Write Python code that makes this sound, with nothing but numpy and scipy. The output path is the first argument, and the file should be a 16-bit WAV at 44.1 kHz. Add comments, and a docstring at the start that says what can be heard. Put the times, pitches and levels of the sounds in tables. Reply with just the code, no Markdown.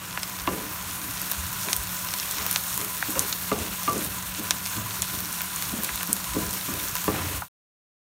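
"""Onions frying in hot oil

Close to a single microphone: filtered random clicks and rings make the sizzle of bursting bubbles; shaped
noise bursts make loud single pops. A wooden spoon knocks and scrapes the pan, modelled as ringing modes plus
noise, over a wavering sine hum, noise rumble and dull bumps. The sound fades and is cut to silence."""
import sys
import numpy as np
from scipy import signal
from scipy.io import wavfile
from scipy.ndimage import uniform_filter1d

SR = 44100
rng = np.random.default_rng(int(sys.argv[2]) if len(sys.argv) > 2 else 0)


def master(y):
    """Save y as 16-bit WAV."""
    cut = np.clip(np.atleast_2d(y).T, -1, 1)
    pcm = np.round(cut * 32767)  # scale
    wavfile.write(sys.argv[1], SR, pcm.astype(np.int16))


def invert_db(level):
    """Linear amplitude ratio for a level in decibels (20 dB per decade), elementwise."""
    return 10 ** (np.asarray(level, dtype=float) / 20)


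N = 358974
CUT_S = 7.483


def rms_one(x):
    """Scale to unit power."""
    return x / np.sqrt(np.mean(x ** 2) + 1e-20)


def in_time(rows):
    """Columns of a curve, interpolated at every sample."""
    time_s, *columns = np.transpose(rows)
    return [np.interp(np.arange(N) / SR, time_s, column) for column in columns]


def band(x, low_hz, high_hz):
    """Second-order Butterworth band-pass."""
    return signal.sosfilt(signal.butter(2, [low_hz, high_hz], "band", fs=SR, output="sos"), x)


def drift(rate_hz):
    """Slow random curve of rms 1: noise through a double pole at rate_hz, run at SR / 40."""
    r = np.exp(-2 * np.pi * rate_hz * 40 / SR)
    noise = rng.standard_normal(N // 40 + 2002)
    slow = signal.lfilter([1], [1, -2 * r, r * r], noise)[2000:]   # settled part
    return np.interp(np.arange(N) / 40, np.arange(len(slow)), rms_one(slow))


def ring(clicks, hz, t60_s):
    """Two-pole resonator: a unit click starts a decaying sine of height 1."""
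    r, w = invert_db(-60 / (t60_s * SR)), 2 * np.pi * hz / SR
    return signal.lfilter([0, np.sin(w)], [1, -2 * r * np.cos(w), r * r], clicks + 1e-18)


def crackle(per_s, spread_db):
    """Random clicks of either sign, many small and few large, scaled to unit power."""
    sizes = invert_db(spread_db * np.minimum(rng.exponential(1, N), 6)) * rng.choice([-1, 1], N)
    return rms_one(sizes * (rng.random(N) < per_s / SR))


def banded(make, spectrum, patchy_db, extra_db):
    """Half-octave bands, each with its own source, level and flicker."""
    hz, level_db_per_hz = np.transpose(spectrum)
    band_count = int(2 * np.log2(hz[-1] / hz[0])) + 1
    edges_hz = np.geomspace(hz[0], hz[-1], band_count + 1)
    out = 0
    for low, high in zip(edges_hz, edges_hz[1:]):
        mid = np.sqrt(low * high)
        level_db = np.interp(np.log(mid), np.log(hz), level_db_per_hz)
        level_db = level_db + extra_db(mid) + patchy_db * drift(4.2)
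        out = out + invert_db(level_db) * band(make(mid), low, high)
    return out


# vigour of the frying: time_s, hiss_rms_db
VIGOUR = [(0.0, -38.5), (0.28, -35), (0.72, -34), (0.99, -33.5), (1.29, -31), (2.12, -31), (2.3, -29),
          (2.93, -31), (3.29, -29.5), (3.55, -32.5), (4.04, -30.5), (4.22, -33), (4.81, -32), (5.01, -30.5),
          (5.43, -32), (6.04, -31), (6.28, -32.5), (6.46, -30.5), (6.68, -31), (7.25, -31.5)]
# relative sizzle spectrum: freq_hz, level_db_per_hz
SIZZLE_SPECTRUM = [(500, -12.5), (800, -8.5), (1200, 2), (2000, -6.5), (3000, -2), (4500, -5), (6500, -1),
                   (9000, -4.5), (12000, 1.5), (16000, -5)]


def sizzle():
    """Bubbles burst by the thousand, small ones oftener and higher; they come in flurries."""
    level_db = in_time(VIGOUR)[0]
    flurry = invert_db(1.9 * drift(25))
    wide = crackle(250 * flurry, spread_db=7.0)   # sharp snaps that reach every band

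    def bursts(hz):
        own = crackle(2.5 * hz * flurry, spread_db=3.0)
        sparse = crackle(45 * flurry, spread_db=1.5)
        return own + 0.45 * wide + 0.31 * sparse

    def steadier(hz):
        # big low bubbles follow the heat only half-way
        return -0.55 * (hz < 3000) * (level_db - level_db.mean())

    hiss = rms_one(banded(bursts, SIZZLE_SPECTRUM, patchy_db=1.0, extra_db=steadier))
    # now and then a larger bubble rings for a few dozen cycles at its own pitch
    rings = 0
    for hz in np.geomspace(1100, 14500, 24):
        rings = rings + rms_one(ring(crackle(9.0 * flurry, spread_db=1.0), hz, 26.0 / hz))
    return invert_db(level_db) * (hiss + invert_db(-15.5) * rms_one(rings))


# resonances of pan air and wall echoes: centre_hz, width_hz, gain_db
AIR_PEAKS = [(1002, 42, 10), (1440, 110, 4), (3060, 280, -3), (4900, 380, -5.5), (7570, 350, -5.5),
             (10480, 330, -9)]


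def pan_air(x):
    """Air in the pan and echoes off its wall colour what fries: a chain of peaks and dips."""
    for hz, width_hz, gain_db in AIR_PEAKS:
        w, a = 2 * np.pi * hz / SR, invert_db(gain_db / 2)
        q = np.pi * width_hz / SR
        top = [1 + q * a, -2 * np.cos(w), 1 - q * a]
        bottom = [1 + q / a, -2 * np.cos(w), 1 - q / a]
        x = signal.lfilter(top, bottom, x)
    return x


# hum partials: centre_hz, pitch_wander_rms_hz, level_db (before its wavering)
HUM_PARTIALS = [(102.3, 9.7, -54.5), (180.3, 4.95, -47)]


def hum():
    """Sines that waver in pitch and level."""
    out = 0
    for hz, wander_hz, level_db in HUM_PARTIALS:
        phase = 2 * np.pi * np.cumsum(hz + wander_hz * drift(8)) / SR
        out = out + invert_db(level_db + 2.2 * drift(3.6)) * rms_one(np.sin(phase))
    return out


# relative floor spectrum: freq_hz, level_db_per_hz
FLOOR_SPECTRUM = [(130, -16.5), (200, -8), (300, -10), (450, -33.5)]


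def room_tone(rms_db=-55.5):
    """Dull noise floor with flickering bands."""
    noise = banded(lambda hz: rng.standard_normal(N), FLOOR_SPECTRUM, patchy_db=6.5, extra_db=lambda hz: 0)
    return invert_db(rms_db) * rms_one(noise)


# spoon strokes along the bottom: start_s, end_s, scrape_db, rasp_db (both before the stroke envelope)
STROKES = [(0.477, 0.68, -37.5, -49.5), (1.647, 1.72, -47.5, -49), (2.354, 2.468, -49.5, -37),
           (2.77, 2.876, -47, -60), (3.164, 3.275, -45.5, -46.5), (3.52, 3.733, -38, -59.5),
           (3.907, 4.095, -38.5, -47), (4.394, 4.495, -42, -60), (4.776, 4.9, -47, -58),
           (5.12, 5.217, -46, -61), (5.714, 5.847, -46, -43.5), (6.08, 6.18, -48.5, -51),
           (6.34, 6.53, -34.5, -55), (6.707, 6.836, -38.5, -51), (7.07, 7.368, -35.5, -33.5)]


def strokes(rest_db, column, bite):
    """Stroke reaches bite in 19 ms, 0.7 by three tenths, fades until 78 ms past end_s; never quite still.

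    A low bite gives a slower swell."""
    t, out = np.arange(N) / SR, invert_db(rest_db)
    for row in STROKES:
        start, end = row[:2]
        corners_s = [start, start + 0.019, start + 0.3 * (end - start), end + 0.078]
        out = out + invert_db(row[column]) * np.interp(t, corners_s, [0, bite, 0.7, 0])
    return out


# dull bumps through the stove: centre_s, peak_db, pitch_hz, length_s (full width at 1/e)
STOVE_BUMPS = [(0.42, -35.5, 60, 0.037), (0.535, -40, 85, 0.044), (1.393, -29, 70, 0.039),
               (1.453, -33.5, 80.5, 0.063), (1.797, -30, 60, 0.035), (3.617, -29, 78, 0.027),
               (3.71, -35, 65, 0.034), (4.105, -40, 65.7, .05), (4.3, -38, 55, .05), (4.84, -37, 105, 0.28),
               (5.015, -41, 75, 0.061), (5.937, -37, 55, .04), (6.317, -32, 59.7, .06),
               (6.44, -39, 60, 0.035), (6.48, -37, 60, 0.03), (7.095, -26, 80, 0.022),
               (7.22, -33.5, 90, 0.27), (7.354, -31, 66.1, .04)]


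def rumble():
    """Lumpy low noise through the stove rises with each stroke; single dull bumps are added.

    Most bumps last a few cycles, two of them are a longer low swell."""
    t = np.arange(N) / SR
    stroke_level = strokes(rest_db=-57.5, column=2, bite=0.95)
    level = invert_db(2.5 * drift(4.9)) * (invert_db(-48.5) + invert_db(-5.5) * stroke_level)
    out = level * rms_one(band(rng.standard_normal(N), 55, 147.5))
    phases = rng.uniform(0, 2 * np.pi, len(STOVE_BUMPS))
    for (centre_s, peak_db, hz, length_s), phase in zip(STOVE_BUMPS, phases):
        swell = np.exp(-(2 * (t - centre_s) / length_s) ** 2)
        out = out + invert_db(peak_db) * swell * np.sin(2 * np.pi * hz * t + phase)
    return out


# modes of pan and grate: freq_hz, level_db (relative), t60_s (undamped)
PAN_MODES = [(91.5, -18.5, 0.29), (125, -15, 0.56), (197.8, -4.5, 0.35), (225, -9.5, 0.4),
             (260.4, -8.5, 0.27), (312.4, -4.5, .3), (354, -10.5, 0.27), (418, -4.5, 0.25),
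             (439, -8.5, 0.16), (513.5, -13, 0.33), (550, -4, 0.098), (670, -5.5, 0.079),
             (820, -15.5, 0.53), (890, -10.5, 0.088), (1008, 2, 0.082), (1168, -2.5, 0.22),
             (1290, -8, 0.083), (1400, -10.5, 0.089), (1734, -6.5, 0.061), (2058, -9.5, 0.067),
             (2800, -15, 0.18)]


def scraping():
    """Dense slips: low modes damped by the resting spoon, and a broad rasp of wood and onions on metal."""
    slips = crackle(1500, spread_db=2.0)
    body = 0
    for k, (hz, level_db, t60_s) in enumerate(PAN_MODES):
        if 150 < hz < 700:
            body = body + (-1) ** k * invert_db(level_db) * ring(slips, hz, 0.22 * t60_s)
    rasp = band(crackle(1500, spread_db=0.0), 490, 2700)
    scrape_level = strokes(rest_db=-53, column=2, bite=1.0)
    rasp_level = strokes(rest_db=-46, column=3, bite=0.35)
    return scrape_level * rms_one(body) + rasp_level * rms_one(rasp)


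def small_pops(count=110, low_hz=4500, high_hz=15320):
    """Lesser pops at random times, peaks set above the sizzle; rows as in LOUD_POPS."""
    when, size, pitch = rng.random((count, 3)).T
    start_s = when * CUT_S
    peak_db = np.interp(start_s, *np.transpose(VIGOUR)) + 11 - 2.5 * np.log10(size + 0.01)
    pitch_hz = low_hz * (high_hz / low_hz) ** pitch
    return np.transpose([start_s, peak_db, pitch_hz, np.full(count, 10)])


# loud pops of oil: start_s, peak_db (before walls and pan air), pitch_hz, fall_db_per_octave
LOUD_POPS = [(0.1746, -13.5, 1970, 11), (0.2317, -10, 6600, 7.5), (1.2166, -10, 13000, 23),
             (1.2996, -16, 13500, 17), (1.315, -5.5, 13600, 14), (1.3338, -17, 8000, 5),
             (1.6855, -15, 3020, 7), (1.7304, -2, 6900, 9), (1.7646, -7, 13400, 14),
             (2.1382, -9, 7000, 6.5), (2.1988, -11, 5530, 22), (2.3114, -11, 9500, 14),
             (2.5117, -5, 12100, 11), (2.5278, -9, 10000, 14), (2.5601, -3, 4500, 10),
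             (2.638, -12, 14000, 10), (2.7423, -12, 12000, 21), (2.8136, -14.5, 10000, 5),
             (2.8472, -11, 14500, 9), (3.026, -11, 1760, 14.5), (3.1056, -12, 10000, 23),
             (3.1933, 0.5, 7900, 18), (3.2951, -15, 8550, 17), (3.3268, -8, 5300, 18),
             (3.8325, -13, 14000, 7.5), (3.9231, -14, 13000, 15), (3.9303, -12, 13500, 8),
             (3.979, -13.5, 7800, 26), (4.0466, -11, 9700, 30), (4.3953, -14.5, 11500, 14),
             (4.436, -17, 13500, 14.5), (4.508, -0.5, 6700, 8.5), (4.5135, -15, 6000, 18),
             (4.656, -13.5, 6200, 13), (4.6614, -13, 7640, 7), (4.6711, -13, 10000, 9),
             (5.0206, -2.5, 8600, 13.5), (5.0265, -12, 8000, 6), (5.3272, -13, 10100, 16.5),
             (5.5608, -12, 9100, 27), (5.6235, -9.5, 8600, 7), (5.8347, -8.5, 13000, 18.5),
             (5.846, -8.5, 12000, 19.5), (5.4072, -17, 2800, 10), (5.8904, -18, 2000, 14),
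             (6.0084, -21, 2500, 9), (5.958, -10.5, 12430, 22), (6.0735, -14, 14200, 19.5),
             (6.1297, 1, 9800, 23), (6.1656, -14, 14000, 11), (6.2428, -14, 10000, 6),
             (6.466, -17, 8060, 10), (6.509, -14, 8500, 12), (6.53, -12, 10000, 12),
             (6.8842, -16, 7500, 23), (7.4204, -14, 1160, 20)]


def pops():
    """A millisecond crack, then a spray of droplets dying away; each is loudest at its bubble's pitch."""
    t = np.arange(1500) / SR
    start_s, peak_db, pitch_hz, fall_db = np.vstack([small_pops(), LOUD_POPS]).T
    shape = np.exp(-t / 0.00053) + invert_db(-20) * np.exp(-t / 0.0091)
    noise = rng.standard_normal((len(start_s), len(t))) * shape
    noise[:, 0] = 2.8   # the skin of the bubble tears at once
    edges_hz, bursts = np.geomspace(500, 16500, 13), 0
    for k, (low, high) in enumerate(zip(edges_hz, edges_hz[1:])):
        part = band(noise, low, high)
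        octaves = np.abs(np.log2(np.sqrt(low * high) / pitch_hz))
        gain = invert_db(-fall_db * octaves) / np.abs(part).max(axis=1)
        bursts = bursts + (-1) ** k * part * gain[:, None]
    out = np.zeros(N)
    for start, db, burst in zip(start_s, peak_db, bursts):
        out[round(start * SR):][:len(t)] += invert_db(db) * burst / np.abs(burst).max()
    return out


def walls(x, t60_s=0.26, wet_db=-20):
    """Short dense room tail: decaying noise after 3 ms."""
    t = np.arange(int(0.3 * SR)) / SR
    tail = rng.standard_normal(len(t)) * invert_db(-60 * t / t60_s) * (t > 0.003)
    return x + invert_db(wet_db) * signal.fftconvolve(x, tail / np.linalg.norm(tail))[:N]


# spoon on the pan: start_s, ring_peak_db, low_modes_db, high_modes_db, contact_s (decay of the force)
SPOON_KNOCKS = [(.475, -12, 4, 1, 0.006), (1.67, -29, 10, -4, 0.0086), (2.383, -34, -6.5, -6, 0.023),
                (2.796, -33, -0.5, -20, 0.041), (3.084, -24, 8.5, -14.5, 0.005),
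                (3.155, -19, -16, -1.5, 0.036), (3.516, -13, -7.5, -5, 0.008),
                (3.878, -12, -15, -3.5, 0.012), (3.958, -21.5, 4, -14, 0.014),
                (4.387, -27, 0, -27.5, 0.0085), (4.76, -27, 27, -26, 0.025), (5.135, -33, 5, -16, 0.026),
                (5.727, -22.5, 21, -17, 0.0065), (5.786, -25.5, 14, -19, 0.01),
                (6.088, -27, 14, -10.5, 0.035), (6.358, -16, -7.5, -20, 0.012),
                (6.681, -23.5, 15, -6, 0.021), (7.079, -9.5, -6, -7, 0.0082)]


def knocks():
    """A blow and short rattle ring the pan: a dead thud on each mode, a snap of wood, a shuddering grate."""
    t = np.arange(SR // 2) / SR
    size = (len(SPOON_KNOCKS), len(t))
    rattle = rng.standard_normal(size) * (rng.random(size) < 0.03)
    rattle[:, 0] = 3.2   # the blow itself
    shudder = band(rng.standard_normal(size), 120, 600) * np.exp(-t / 0.093)
    uneven_db = rng.normal(0, 2.0, (len(SPOON_KNOCKS), len(PAN_MODES)))
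    out = np.zeros(N)
    for row, hits, shake, odd_db in zip(SPOON_KNOCKS, rattle, shudder, uneven_db):
        start_s, peak_db, low_db, high_db, contact_s = row
        force, modes = hits * np.exp(-t / contact_s), 0
        for k, (hz, level_db, t60_s) in enumerate(PAN_MODES):
            octaves = np.log2(hz / 420)
            tone_db = np.interp(octaves, [-1.7, -1, -0.3, 0.1, 0.7], [-6, low_db, low_db / 2, 0, high_db])
            thud = invert_db(9) * ring(force, hz, 0.25 * t60_s)
            gain = (-1) ** k * invert_db(level_db + tone_db + odd_db[k])
            modes = modes + gain * (ring(force, hz, t60_s) + thud)
        snap = band(force * np.exp(-t / 0.0076), 1400, 3500)
        knock = modes / np.abs(modes).max()
        knock = knock + invert_db(-2 + 0.98 * high_db) * snap / np.abs(snap).max()   # snap grows with the high modes
        knock = knock + invert_db(-11) * shake / np.abs(shake).max()
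        out[round(start_s * SR):][:len(t)] += invert_db(peak_db) * knock
    return out


def scene():
    """One microphone feeds both channels."""
    frying = pan_air(sizzle() + walls(pops()))
    spoon = knocks() + scraping()
    kitchen = hum() + rumble() + room_tone()
    mono = frying + spoon + kitchen
    return np.array([mono, mono])


def gain_control(x):
    """Ducks 0.6 dB per dB of short-term level above -22 dB; the held excess falls 40 dB a second."""
    level_db = 10 * np.log10(uniform_filter1d(x[0] ** 2, size=1300) + 1e-12)
    over_db = np.maximum(level_db + 22, 0)
    fall_db = 40 * np.arange(N) / SR
    held_db = np.maximum.accumulate(over_db + fall_db) - fall_db
    r = np.exp(-1 / (0.0016 * SR))   # 1.6 ms smoothing
    return x * invert_db(-0.6 * signal.lfilter([1 - r], [1, -r], held_db))


# closing fade: time_s, gain_db
FADE_OUT = [(7.33, -0.5), (7.38, -1), (7.42, -7.5), (7.455, -13.5), (7.482, -22)]


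def fade_and_cut(x):
    """Fade along the gain curve, then silence from CUT_S."""
    return x * invert_db(in_time(FADE_OUT)[0]) * (np.arange(N) < CUT_S * SR)


def low_pass(x):
    """Removes everything above the highest recorded frequency."""
    return signal.sosfilt(signal.butter(12, 16970, fs=SR, output="sos"), x)


def record(dry):
    """Gain control, steep top cut, overload, low cut, then fade and cut."""
    x = gain_control(dry)
    x = signal.sosfilt(signal.cheby2(16, 60, 16250, fs=SR, output="sos"), x)
    x = np.clip(x, -0.95, 0.95)   # loudest pops overload
    x = signal.sosfilt(signal.butter(4, 30, "high", fs=SR, output="sos"), x)   # small capsule
    mix = fade_and_cut(x)
    return low_pass(mix)


dry = scene()
out = record(dry)
master(out)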